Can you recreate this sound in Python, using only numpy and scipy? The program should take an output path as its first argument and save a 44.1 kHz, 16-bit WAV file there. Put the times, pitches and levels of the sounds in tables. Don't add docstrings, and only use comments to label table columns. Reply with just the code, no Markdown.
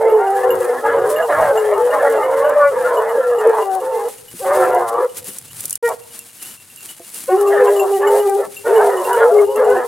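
import sys
import numpy as np
from scipy import signal
from scipy.fft import rfft, irfft, next_fast_len
from scipy.io import wavfile
from scipy.ndimage import uniform_filter1d, minimum_filter1d, map_coordinates

SR = 44100
rng = np.random.default_rng(int(sys.argv[2]) if len(sys.argv) > 2 else 0)


def volts_from_db(level):
    exponent = np.asarray(level, float) / 20
    return 10 ** exponent


def master(y):
    cut = np.clip(np.atleast_2d(y).T, -1, 1)
    pcm = np.round(cut * 32767)
    wavfile.write(sys.argv[1], SR, pcm.astype(np.int16))


N = 435266
TIME = np.arange(N) / SR

# start [t/s], length [t/s], first pitch [f/Hz], last pitch [f/Hz], level [dB]
OPEN_BAYS = [(0.163, .11, 449, 472, -33.5), (0.196, 0.21, 388.4, 388.3, -23.5), (0.682, 0.2, 367, 349, -43),
             (0.969, 0.13, 357, 387.4, -30.5), (1.766, 0.061, 439, 441, -24.5),
             (2.878, 0.17, 461, 493, -32.5), (3.618, 0.18, 388, 377, -27), (3.811, 0.19, 450, 447, -34.5),
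             (3.967, 0.084, 410, 416, -31), (4.42, 0.07, 385, 377, -30), (4.5, 0.36, 380, 359.7, -28),
             (7.296, 0.077, 375, 374, -22), (7.819, 0.046, 389, 372, -23.5), (7.927, 0.065, 395, 383, -25),
             (8.066, 0.11, 439, 454, -28.5), (9.091, .21, 495, 422, -31), (8.907, 0.175, 490, 537, -39),
             (8.68, 0.2, 470, 453, -32.5), (9.469, 0.094, 440, 507, -39), (9.621, 0.11, 500, 511.5, -40),
             (5.03, 0.026, 500, 484, -34), (7.662, 0.036, 505, 496, -26.5), (8.27, 0.11, 394, 393, -30),
             (0.431, 0.058, 384.4, 377, -28.5), (4.589, 0.053, 369, 377, -20.5)]
ROUND_BAYS = [(0, 0.22, 461.5, 419, -13), (0.399, 0.27, 396.3, 363, -26.5), (.95, 0.246, 470, 520, -28),
              (1.19, 0.096, 506.4, 463, -20.5), (1.912, .1, 633, 583, -21.5),
              (2.284, 0.26, 469, 459, -20.5), (3.378, 0.26, 424.2, 444.6, -18.5),
              (4.57, 0.11, 520.3, 521, -15.5), (4.68, 0.16, 515.5, 487, -20.5),
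              (5.83, 0.059, 471.8, 470, -14), (7.366, 0.47, 408, 403.7, -13), (7.839, 0.15, 395, 399, -18),
              (7.99, 0.32, 404.3, 410, -13.5), (8.27, 0.091, 400, 391, -18.5),
              (8.345, 0.079, 421.3, 395, -16), (8.669, 0.15, 484.6, 429.8, -15),
              (8.721, 0.092, 460, 430, -14.5), (8.79, 0.166, 470, 490, -22.5),
              (9.553, 0.073, 426, 428, -18.5), (9.617, 0.15, 435, 399, -14.5),
              (9.65, 0.06, 470.4, 487, -14), (9.78, 0.15, 472, 455, -26)]
PURE_BAYS = [(.33, 0.19, 502.4, 501, -22), (.6, 0.17, 481, 486.7, -20.5), (.82, 0.24, 463, 470, -19.5),
             (1.522, 0.271, 442, 403, -18), (1.79, .12, 482, 502, -15.5), (2.04, 0.177, 470, 413, -18),
             (2.71, 0.267, 526, 482.5, -20.5), (2.951, 0.3156, 428, 494.4, -21),
             (3.26, 0.13, 485, 472, -16), (3.81, 0.16, 515.5, 503, -22.5),
             (3.926, 0.171, 434.4, 480.6, -23.5), (4.9, 0.137, 470, 489, -26), (5.0, 0.06, 518, 494.6, -17),
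             (8.1, 0.098, 478, 534, -19), (8.682, 0.081, 383, 442, -17.5), (8.78, 0.127, 418, 404, -13.5),
             (8.876, 0.147, 402.3, 359.6, -21.5), (9.076, 0.098, 381, 403, -23.5),
             (9.317, 0.14, 417.4, 408.3, -9), (9.7, 0.037, 499, 506, -18), (.04, 0.036, 507, 528, -16),
             (.6, 0.021, 519, 522, -13), (9.198, 0.105, 435, 491, -12.5)]
HIGH_BAYS = [(1.101, 0.15, 594.5, 654, -18.5), (1.283, 0.061, 576, 570, -20), (1.378, .15, 658, 538, -14),
             (2.008, 0.14, 574.4, 559, -18), (2.227, 0.24, 517, 563, -17.5), (2.422, 0.118, 596, 585, -16),
             (2.555, 0.15, 591.4, 562.3, -10.5), (4.456, .12, 539.6, 603, -16),
             (4.399, 0.029, 461, 583, -27), (7.288, 0.01, 520, 564, -9), (7.524, .08, 720, 470, -18),
             (9.295, 0.04, 659, 705, -14), (9.48, 0.089, 512, 550, -24), (9.581, 0.06, 556, 467, -15.5),
             (8.724, 0.016, 616, 595, -24), (9.171, 0.023, 564, 520, -23)]
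SHRILL_BAYS = [(0.191, .06, 1373, 1440, -30), (0.169, 0.074, 1790, 1900, -44.5),
               (0.362, 0.108, 1676, 1770, -34), (0.049, 0.028, 2020, 2080, -35),
               (0.861, 0.054, 1640, 1667, -24.5), (.97, 0.093, 1425, 1470, -37),
               (1.027, 0.092, 1240, 1223, -40), (1.339, 0.21, 1702, 1518, -30.5),
               (1.183, 0.039, 1650, 1677, -26), (1.92, 0.028, 1790, 1850, -27),
               (1.919, 0.027, 2030, 2020, -33), (1.93, .05, 850, 800, -21),
               (1.99, 0.072, 1715, 1660, -30.5), (2.092, .08, 1720, 1660, -31),
               (2.41, 0.061, 1080, 1194, -27), (2.42, 0.095, 1416, 1540, -31),
               (2.84, 0.054, 1390, 1390, -26), (3.201, 0.097, 1340, 1320, -33),
               (3.928, 0.091, 2000, 2150, -47), (3.44, 0.032, 640, 617, -19.5),
               (4.618, .045, 1330, 1350, -26), (4.69, .09, 1380, 1390, -31), (4.93, 0.098, 1130, 1207, -25),
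               (7.519, 0.035, 1900, 1880, -31), (7.569, .035, 1790, 1750, -26),
               (7.67, 0.034, 1587, 1670, -32), (8.04, 0.019, 1750, 1770, -32),
               (8.064, 0.018, 2170, 2180, -30), (8.655, 0.024, 1457, 1430, -27),
               (8.782, .04, 1500, 1630, -25.5), (9.11, 0.056, 1500, 1460, -30),
               (9.211, 0.076, 1420, 1234, -35), (9.34, 0.074, 1150, 1170, -32.5),
               (9.36, 0.052, 2120, 2150, -42), (9.69, 0.1, 1497, 1510, -30),
               (5.898, 0.024, 1153, 1110, -26), (4.52, 0.068, 962, 900, -24)]
SECOND_PARTIAL_DB = [6, -13.5, -25, -18.5, -29]
# f [Hz], level [dB]
OVERTONES_DB = [(1000, -12), (1600, -24), (2400, -32.5)]
ATTACK_S, RELEASE_S = 0.025, 0.035
PITCH_ARCH, SWELL_DB = 0.012, 3

# start [t/s], length [t/s], fold beats [f/Hz], effort [level/dB]
HOARSE_BARKS = [(0, .15, 230.9, -27.5), (.42, .39, 249.8, -29), (0.837, 0.16, 276.4, -24),
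                (1.004, 0.25, 210.6, -28), (1.287, 0.23, 299.7, -22.5), (1.538, 0.37, 219.3, -26.5),
                (1.903, 0.3, 281.8, -25), (2.195, 0.44, 294, -26.5), (2.709, 0.46, 232.2, -28),
                (3.15, 0.24, 243.5, -31.5), (3.385, 0.24, 217.1, -25.5), (3.625, 0.23, 192.6, -39.5),
                (3.817, 0.27, 217.5, -35), (4.45, 0.24, 190.5, -24.5), (4.602, 0.23, 128.1, -27),
                (4.969, 0.087, 125.5, -31), (5.883, 0.046, 235.5, -29.5), (7.362, 0.18, 201.4, -34),
                (7.498, 0.212, 248.9, -24), (7.711, 0.2, 205.7, -35), (8.002, 0.2, 274.6, -26.5),
                (8.375, 0.081, 209.8, -33.5), (8.658, 0.29, 230.7, -25), (8.941, 0.184, 187, -31),
                (9.069, 0.093, 240.5, -28), (9.161, 0.093, 234.7, -22.5), (9.268, .17, 225, -31),
                (9.557, 0.29, 247.4, -27.5)]
# start [t/s], length [t/s], fold beats [f/Hz], effort [level/dB], brightness [level/dB]
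STEADY_YELPS = [
    (.15, 0.44, 234.4, -33.5, -37),
    (2.574, 0.1, 290, -28, -44),
    (4.835, 0.21, 116.5, -33, -44),
    (5.833, 0.072, 466.4, -37, -32),
    (7.283, 0.07, 365, -32, -33),
    (8.204, 0.073, 196.6, -42, -58),
]
# centre [f/Hz], width [f/Hz], level [dB]
THROAT_MODES = [(470, 104.4, 16.5), (950, 220, -1)]
JAW_MODES = [(1048, 102, 7), (1210, 344, -2.5)]
MOUTH_MODES = [(1527, 416, 11), (1651, 230, 13.5), (2130, 236, -3)]
BARK_ROUGH, YELP_ROUGH_PER_S = 0.16, 0.2
BRIGHT_DB, BRIGHT_DB_PER_DB = -27.5, 1.66
SAG, GROWL_HZ, GROWL_CHEST = 0.025, 150, 0.98
MOUTH_OPENS_S, MOUTH_SHUTS_S = 0.05, 0.1

# middle [t/s], half length [t/s], peak [level/dB]
LEAF_TREADS = [(.63, 0.059, -41), (1.12, 0.024, -28), (1.4, 0.12, -41.5), (1.75, 0.16, -46),
               (2.07, 0.089, -39), (2.5, 0.045, -66), (2.85, 0.11, -55.5), (3.5, 0.13, -55),
               (4.17, 0.25, -52.5), (4.42, 0.064, -33), (4.6, 0.074, -31), (4.89, 0.0094, -34),
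               (5.03, 0.013, -48), (5.18, 0.019, -34.5), (5.31, 0.051, -28), (5.62, 0.069, -31.5),
               (5.88, 0.039, -35.5), (6.21, 0.13, -50), (6.46, 0.066, -39), (6.87, 0.065, -40.5),
               (7.19, 0.12, -33), (7.42, 0.022, -50), (7.68, 0.25, -41), (7.97, 0.047, -36.5),
               (8.14, 0.064, -37.5), (8.3, 0.11, -42), (8.57, 0.24, -50), (8.83, 0.19, -42),
               (9.11, 0.12, -37.5), (9.4, 0.07, -38.5)]
# f [Hz], level [dB per Hz]
LEAF_SPECTRUM = [(120, -27.5), (200, -0.5), (558, -6.5), (671, -7.5), (1400, -6), (2860, -6), (5840, -6.5),
                 (9930, 2.5), (16000, -10)]
# f [Hz], likeness [0-1]
LEAF_LIKENESS = [(300, 0.69), (2500, 0.87), (4500, 0.78), (9000, 0.84), (14000, 0.85)]
LITTER_DB, FAR_DB = -43, -59
DULL_GROWTH, CRISP_HZ = 0.65, 6500

# middle [t/s], half length [t/s], peak [level/dB]
HANDLING_THUDS = [(0, 0.25, -61), (.55, 0.091, -46), (1.04, 0.11, -45.5), (1.43, 0.065, -34.5),
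                  (2.1, 0.71, -55.5), (2.75, 0.16, -53), (4.6, 0.24, -50), (5.2, .06, -51),
                  (5.6, 0.2, -49.5), (9.25, 0.063, -47.5), (9.72, 0.037, -45), (9.5, .6, -61)]
# f [Hz], level [dB per Hz]
RUMBLE_SPECTRUM = [(25, -5), (62, -15.5), (100, 0.5), (160, -5), (250, -16), (600, -59.5)]

# t [s], peak [level/dB]
TWIG_SNAPS = [(0.3046, -26), (.5531, -23.5), (.6459, -23), (1.076, -24), (1.1142, -26), (2.495, -20.5),
              (2.826, -27.5), (3.495, -24), (4.0861, -23), (4.8793, -29), (5.244, -23), (5.6805, -23.5),
              (6.427, -22), (7.411, -16), (8.116, -34), (8.296, -16.5), (8.97, -27.5), (9.1305, -15.5),
              (9.2993, -33), (3.472, -19.5), (3.75, -20), (4.7473, -20.5), (5.17, -18), (5.3848, -13),
              (5.606, -13), (5.655, -7.5), (5.696, -11.5), (5.7074, -9), (5.728, -9), (5.7547, -9),
              (5.738, -21), (5.877, -19), (5.89, -15), (6.191, -16), (6.7605, -25), (7.1438, -17.5),
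              (8.545, -27.5), (9.56, -19), (9.701, -23)]
# f [Hz], level [dB per Hz]
SNAP_SPECTRUM = [(500, -16), (3000, -16), (6000, 0), (10000, 10.5), (16000, -3)]

BELL_STRIKES = {2745: [(6.195, -38), (6.427, -36), (6.7845, -40), (7.4709, -34), (7.6725, -32),
                (7.7952, -21), (8.5659, -27), (9.0488, -30), (9.5587, -33)], 2842: [(.5033, -25),
                (1.1603, -27), (1.2246, -31), (1.5738, -27), (1.9056, -34), (3.3847, -34), (3.6222, -34),
                (9.7009, -38)], 2929: [(2.2333, -34), (2.4433, -35), (2.9701, -34), (3.0914, -39),
                (4.2812, -38), (5.5069, -39), (5.7284, -39), (6.405, -37), (6.8887, -32), (7.7608, -31),
                (7.9369, -35), (8.0711, -29), (8.1978, -32), (8.759, -28), (8.972, -33), (9.1296, -29)]}
# f [Hz], level [dB], t60 [s]
BELL_MODES = [(7290, -10, .12), (9850, -13, .08), (13700, -18, .05), (12500, -6, .15)]

# start [t/s], length [t/s], first pitch [f/Hz], last pitch [f/Hz], level [dB]
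CLEAR_CALLS = [
    (2.595, 0.091, 298, 283, -26.5),
    (5.835, 0.051, 471, 470, -24.5),
    (7.3, 0.045, 375, 373, -34),
    (8.65, .03, 450, 480, -32),
    (8.2, 0.15, 400, 392, -40.5),
    (1.915, .04, 204, 203, -32.5),
    (9.69, 0.071, 500, 505, -31.5),
    (9.58, .03, 410, 420, -33),
]
GROWLING_BAY = [
    (4.8, 0.153, 110.1, 117, -28),
    (4.95, 0.079, 117, 124.8, -29),
]
BRIEF_GRUNTS = [
    (9.47, .08, 407, 422, -21),
    (9.75, .04, 415, 340, -23),
    (2.8, .06, 480, 500, -18),
    (2.9, .05, 500, 480, -17),
    (3.17, .05, 580, 480, -17),
    (1.43, .07, 605, 545, -14),
    (.68, 0.044, 420, 490, -20),
    (4.04, 0.045, 481, 486, -23),
    (8.65, 0.051, 450, 470, -19),
    (7.315, 0.051, 372, 375, -15.5),
]
# f [Hz], level [dB]
OPEN_MOUTH = [(700, -39), (900, 0), (1450, -2.5), (1950, -7), (2350, -18), (2700, -44.5)]
GROWLING_THROAT = [(300, -32), (600, -14), (850, -1.5), (1100, -3), (1400, -15), (1700, -24), (2200, -38)]
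SHUT_MOUTH = [(250, -20), (350, 0), (620, 0), (800, -15), (1300, -27), (2000, -54.5)]

# t [s], peak [level/dB], pitch [f/Hz]
WOOD_KNOCKS = [
    (4.339, -33.5, 255),
    (5.282, -33.5, 291),
    (5.642, -40.5, 398),
    (6.998, -34, 500),
    (7.147, -47, 334),
    (8.472, -39, 295),
]

# f [Hz], t60 [s]
TRUNK_T60 = [(300, 0.68), (550, 0.92), (1000, 0.58), (2000, 0.33), (10000, 0.51)]
# start [t/s], end [t/s]
DROPOUT_S = (5.775, 5.828)


def unit(x):
    return x / np.sqrt(np.mean(x ** 2) + 1e-20)


def along(points, hz):
    f, v = np.transpose(points)
    return np.interp(np.log(hz + 1), np.log(f + 1), v)


def wobble(rate_hz, size=N):
    knots = rng.standard_normal(int(size * rate_hz / SR) + 4)
    return map_coordinates(knots, [np.arange(size) * rate_hz / SR])


def swell(t, first, last, ramp_s):
    return np.clip(np.minimum(t - first, last - t) / ramp_s, 0, 1)


def humps(rows, floor_db):
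    t = TIME[::32]
    rises = sum(volts_from_db(db) * np.exp(-((t - s) / half) ** 2) for s, half, db in rows)
    return np.interp(TIME, t, volts_from_db(floor_db) + rises)


def filtered(x, response):
    m = next_fast_len(N + SR // 2)
    return irfft(rfft(x, m) * response(np.fft.rfftfreq(m, 1 / SR)), m)[..., :N]


def spread(pair, spectrum, alike):
    def response(hz):
        turn = np.arccos(np.clip(along(alike, hz), -1, 1)) / 2
        return volts_from_db(along(spectrum, hz)) * [np.cos(turn), np.sin(turn)]
    mid, side = filtered(pair, response)
    return unit(np.array([mid + side, mid - side]))


def patchy(x, depth_db, tall, wide):
    z = signal.stft(x, nperseg=1024)[2]
    field = uniform_filter1d(rng.standard_normal(z.shape[-2:]), tall, axis=0)
    field = uniform_filter1d(field, wide, axis=1)
    gain = volts_from_db(depth_db * unit(field))
    return signal.istft(z * unit(gain), nperseg=1024)[1][..., :N]


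def bays():
    out = np.zeros((2, N))
    voices = (OPEN_BAYS, ROUND_BAYS, PURE_BAYS, HIGH_BAYS, SHRILL_BAYS)
    calls = [(*row, up) for rows, up in zip(voices, SECOND_PARTIAL_DB) for row in rows]
    for s, length, from_hz, to_hz, db, second_db in calls:
        first, last = s - ATTACK_S / 2, s + length + RELEASE_S / 2
        a, b = max(round(first * SR), 0), min(round(last * SR), N)
        t, size = TIME[a:b], b - a
        u = np.clip((t - s) / length, 0, 1)
        arch = 4 * u * (1 - u) - 2 / 3
        hz = (from_hz + (to_hz - from_hz) * u) * (1 + PITCH_ARCH * arch)
        one_db = db + SWELL_DB * arch
        two_db = one_db + second_db
        drift, flutter = wobble(22, size), wobble(90, size)
        phase = 2 * np.pi * np.cumsum(hz * (1 + 0.008 * drift + 0.009 * flutter)) / SR
        voice = volts_from_db(one_db + 1.5 * wobble(35, size) + hz / 550 * flutter) * np.sin(phase)
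        voice += volts_from_db(two_db + 2 * wobble(25, size) - 1.5 * flutter) * np.sin(2 * phase + 1)
        weaker_db = np.minimum(one_db, two_db)
        for k in range(3, 6):
            partial_db = weaker_db + along(OVERTONES_DB, k * hz) + 6 * wobble(30, size)
            voice += volts_from_db(partial_db) * np.sin(k * phase + k)
        side_db = rng.normal(0.45, 1.0)
        ramps = np.minimum((t - first) / ATTACK_S, (last - t) / RELEASE_S)
        edges = np.sin(np.pi / 2 * np.clip(ramps, 0, 1)) ** 2
        out[:, a:b] += np.sqrt(2) * edges * voice * volts_from_db([[side_db], [-side_db]])
    return out


def beats(hz, rough):
    size = len(hz)
    drift = 0.1217 * rough * wobble(39.92, size) + 0.15 * rough * wobble(10, size)
    drifting_hz = hz * np.clip(1 + drift, 0.3, 2)
    at = np.flatnonzero(np.diff(np.floor(np.cumsum(drifting_hz) / SR)))
    luck = rng.standard_normal((len(at), 2))
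    at = np.clip(at + 0.39 * rough * luck[:, 0] * SR / hz[at], 0, size - 1).astype(int)
    closures = unit(np.bincount(at, volts_from_db(12 * rough * luck[:, 1]), size))
    breath = 0.8 * rough * rng.standard_normal(size)
    return unit(closures + breath)


def cavity(modes, low_hz):
    def response(f):
        peaks = 0
        for k, (centre, width, db) in enumerate(modes):
            peaks = peaks + (-1) ** k * volts_from_db(db) * 1j * f * width / (centre ** 2 - f * f + 1j * f * width)
        return peaks * (1j * f / (low_hz + 1j * f)) ** 6 / (1 + 1j * f / 3000) ** 6
    return response


def hoarse():
    source = np.zeros((3, N))
    rasps = [(s, length, hz, BARK_ROUGH, db, BRIGHT_DB + BRIGHT_DB_PER_DB * (db + 25))
             for s, length, hz, db in HOARSE_BARKS]
    rasps += [(s, length, hz, YELP_ROUGH_PER_S * length, *dbs) for s, length, hz, *dbs in STEADY_YELPS]
    for first, length, hz, rough, effort_db, bright_db in rasps:
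        last = first + length
        a, b = max(round((first - 0.015) * SR), 0), min(round((last + 0.018) * SR), N)
        t = TIME[a:b]
        sag = np.sign(hz - GROWL_HZ) * np.linspace(SAG, -SAG, b - a)
        folds = beats(hz * (1 + sag), rough) * swell(t, first - 0.015, last + 0.023, 0.028)
        opening = (t - first) / MOUTH_OPENS_S
        shutting = (last - t) / min(MOUTH_SHUTS_S, length / 2)
        mouth = np.clip(np.minimum(opening, shutting) + 0.5, 0.35, 1)
        chest = (hz < 285 or rough > 0.1) * (GROWL_CHEST if hz < GROWL_HZ else 1)
        level = volts_from_db([[effort_db + 8.0], [effort_db], [bright_db]])
        source[:, a:b] += folds * level * [np.full_like(mouth, chest), np.sqrt(mouth), mouth]
    out, grid_hz = 0, np.linspace(0, SR / 2, num=4096)
    shapes = cavity(THROAT_MODES, 282), cavity(JAW_MODES, 663), cavity(MOUTH_MODES, 1130)
    for drive, shape in zip(source, shapes):
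        out = out + filtered(drive, shape) / np.sqrt(np.mean(np.abs(shape(grid_hz)) ** 2))
    apart = patchy(np.pad(out, (40, 0))[:N], depth_db=9, tall=8, wide=20) * volts_from_db(-21)
    return patchy(out, depth_db=5.5, tall=4, wide=5) + [apart, -apart]


def leaves():
    clumps = volts_from_db(3 * wobble(30) + 4 * wobble(60))
    struck = rng.random((2, N)) < 0.012 * clumps
    crack_db = 3 * np.minimum(rng.exponential(size=(2, N)), 3)
    cracks = struck * rng.standard_normal((2, N)) * volts_from_db(crack_db)
    hiss = rng.standard_normal((2, N)) * volts_from_db(1.5 * wobble(12) + 2 * wobble(35) + 1.5 * wobble(70))
    crush = spread(unit(hiss) + 0.5 * unit(cracks), LEAF_SPECTRUM, LEAF_LIKENESS)
    weight = humps(LEAF_TREADS, LITTER_DB)
    dull = filtered(crush, lambda hz: 1 / (1 + (hz / CRISP_HZ) ** 4))
    dull_weight = volts_from_db(-38) * (weight / volts_from_db(-38)) ** DULL_GROWTH
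    return volts_from_db([[1.2], [-0.3]]) * (weight * (crush - dull) + dull_weight * dull)


def rumble():
    lumps = volts_from_db(1.7 * wobble(6.6)) * rng.standard_normal((2, N))
    return humps(HANDLING_THUDS, FAR_DB) * spread(lumps, RUMBLE_SPECTRUM, [(30, 0.8), (300, 0.86)])


def twigs():
    out, t = np.zeros((2, N + SR)), np.arange(600) / SR
    for s, db in TWIG_SNAPS:
        burst = volts_from_db(db - 60 * t / 0.022) * rng.standard_normal((2, len(t)))
        out[:, round(s * SR):][:, :len(t)] += burst
    rms = np.sqrt(np.mean(out[0, :N] ** 2))
    return volts_from_db(-4.5) * rms * spread(out[:, :N], SNAP_SPECTRUM, [(1000, 0.33)])


def bells():
    out, t = np.zeros((2, N + SR)), np.arange(SR // 8) / SR
    damping = np.clip(t / 0.002, 0, 1) * np.clip((0.12 - t) / 0.09, 0, 1)
    clinks = rng.random((140, 3)) * [N / SR, 10, 250] + [0, -50, 2720]
    strikes = [(s, db, hz) for hz, rows in BELL_STRIKES.items() for s, db in rows]
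    for s, db, hz in strikes + list(clinks):
        luck = np.clip(rng.standard_normal(6), -2, 1.2)
        note_hz = min(BELL_STRIKES, key=lambda bell: abs(bell - hz)) * (1 + 0.003 * luck[5])
        ring = volts_from_db(-60 * t / 0.12) * np.sin(2 * np.pi * note_hz * t)
        for k, (mode_hz, level_db, t60_s) in enumerate(BELL_MODES):
            tone = np.sin(2 * np.pi * mode_hz * (1 + 0.0032 * luck[k]) * t)
            ring += volts_from_db(level_db + 6.6 * luck[k] - 60 * t / t60_s) * tone
        sides = volts_from_db([[2.2 * luck[4]], [-2.5 * luck[4]]])
        out[:, round(s * SR):][:, :len(t)] += volts_from_db(db + 1.0) * damping * ring * sides
    return out[:, :N]


def stacks():
    out, k = np.zeros(N), np.arange(1, 19)[:, None]
    groups = (CLEAR_CALLS, OPEN_MOUTH), (GROWLING_BAY, GROWLING_THROAT), (BRIEF_GRUNTS, SHUT_MOUTH)
    for rows, mouth in groups:
        for s, length, from_hz, to_hz, db in rows:
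            a, b = round((s - 0.012) * SR), round((s + length + 0.018) * SR)
            size = b - a
            hz = np.linspace(from_hz, to_hz, size) * (1 + 0.007 * wobble(40, size))
            waver_db = 4 * np.array([wobble(30, size) for _ in k])
            phase = k * (2 * np.pi * np.cumsum(hz) / SR + k / 4)
            partials = volts_from_db(db + along(mouth, k * hz) + waver_db) * np.sin(phase)
            out[a:b] += np.sqrt(2) * partials.sum(axis=0) * swell(TIME[a:b], TIME[a], TIME[b], 0.03)
    return out


def knocks():
    out, t = np.zeros(N + SR), np.arange(SR // 10) / SR
    for s, db, hz in WOOD_KNOCKS:
        ring = sum(np.sin(2 * np.pi * hz * ratio * t) for ratio in (0.7, 1, 1.35))
        out[round(s * SR):][:len(t)] += volts_from_db(db - 60 * t / 0.1) * ring * np.clip(t / 0.0017, 0, 1)
    return out[:N]


def wood(x):
    hz, t, z = signal.stft(rng.standard_normal((2, SR)), SR, nperseg=256)
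    decay = volts_from_db(-60 * t / along(TRUNK_T60, hz)[:, None])
    tail = signal.istft(z * decay, SR, nperseg=256)[1]
    delayed = np.pad(x, (700, 0))[None]
    return signal.fftconvolve(delayed, tail / np.linalg.norm(tail[0]), axes=1)[:, :N]


def scene():
    near = bays() + hoarse() + bells() + knocks() + stacks()
    return near + volts_from_db(-18.5) * wood(near.mean(axis=0)) + leaves() + twigs() + rumble()


def top_cut(x):
    return signal.sosfilt(signal.butter(12, 16110, fs=SR, output="sos"), x)


def record(dry):
    needed = 0.95 / np.maximum(np.abs(dry).max(axis=0), 0.95)
    gain = uniform_filter1d(minimum_filter1d(needed, size=441), size=441)
    x = filtered(dry * gain, lambda hz: (hz < 16000) * 1j * hz / (45 + 1j * hz))
    mix = x * (1 - swell(TIME, *DROPOUT_S, 0.0026))
    return top_cut(mix)


dry = scene()
out = record(dry)
master(out)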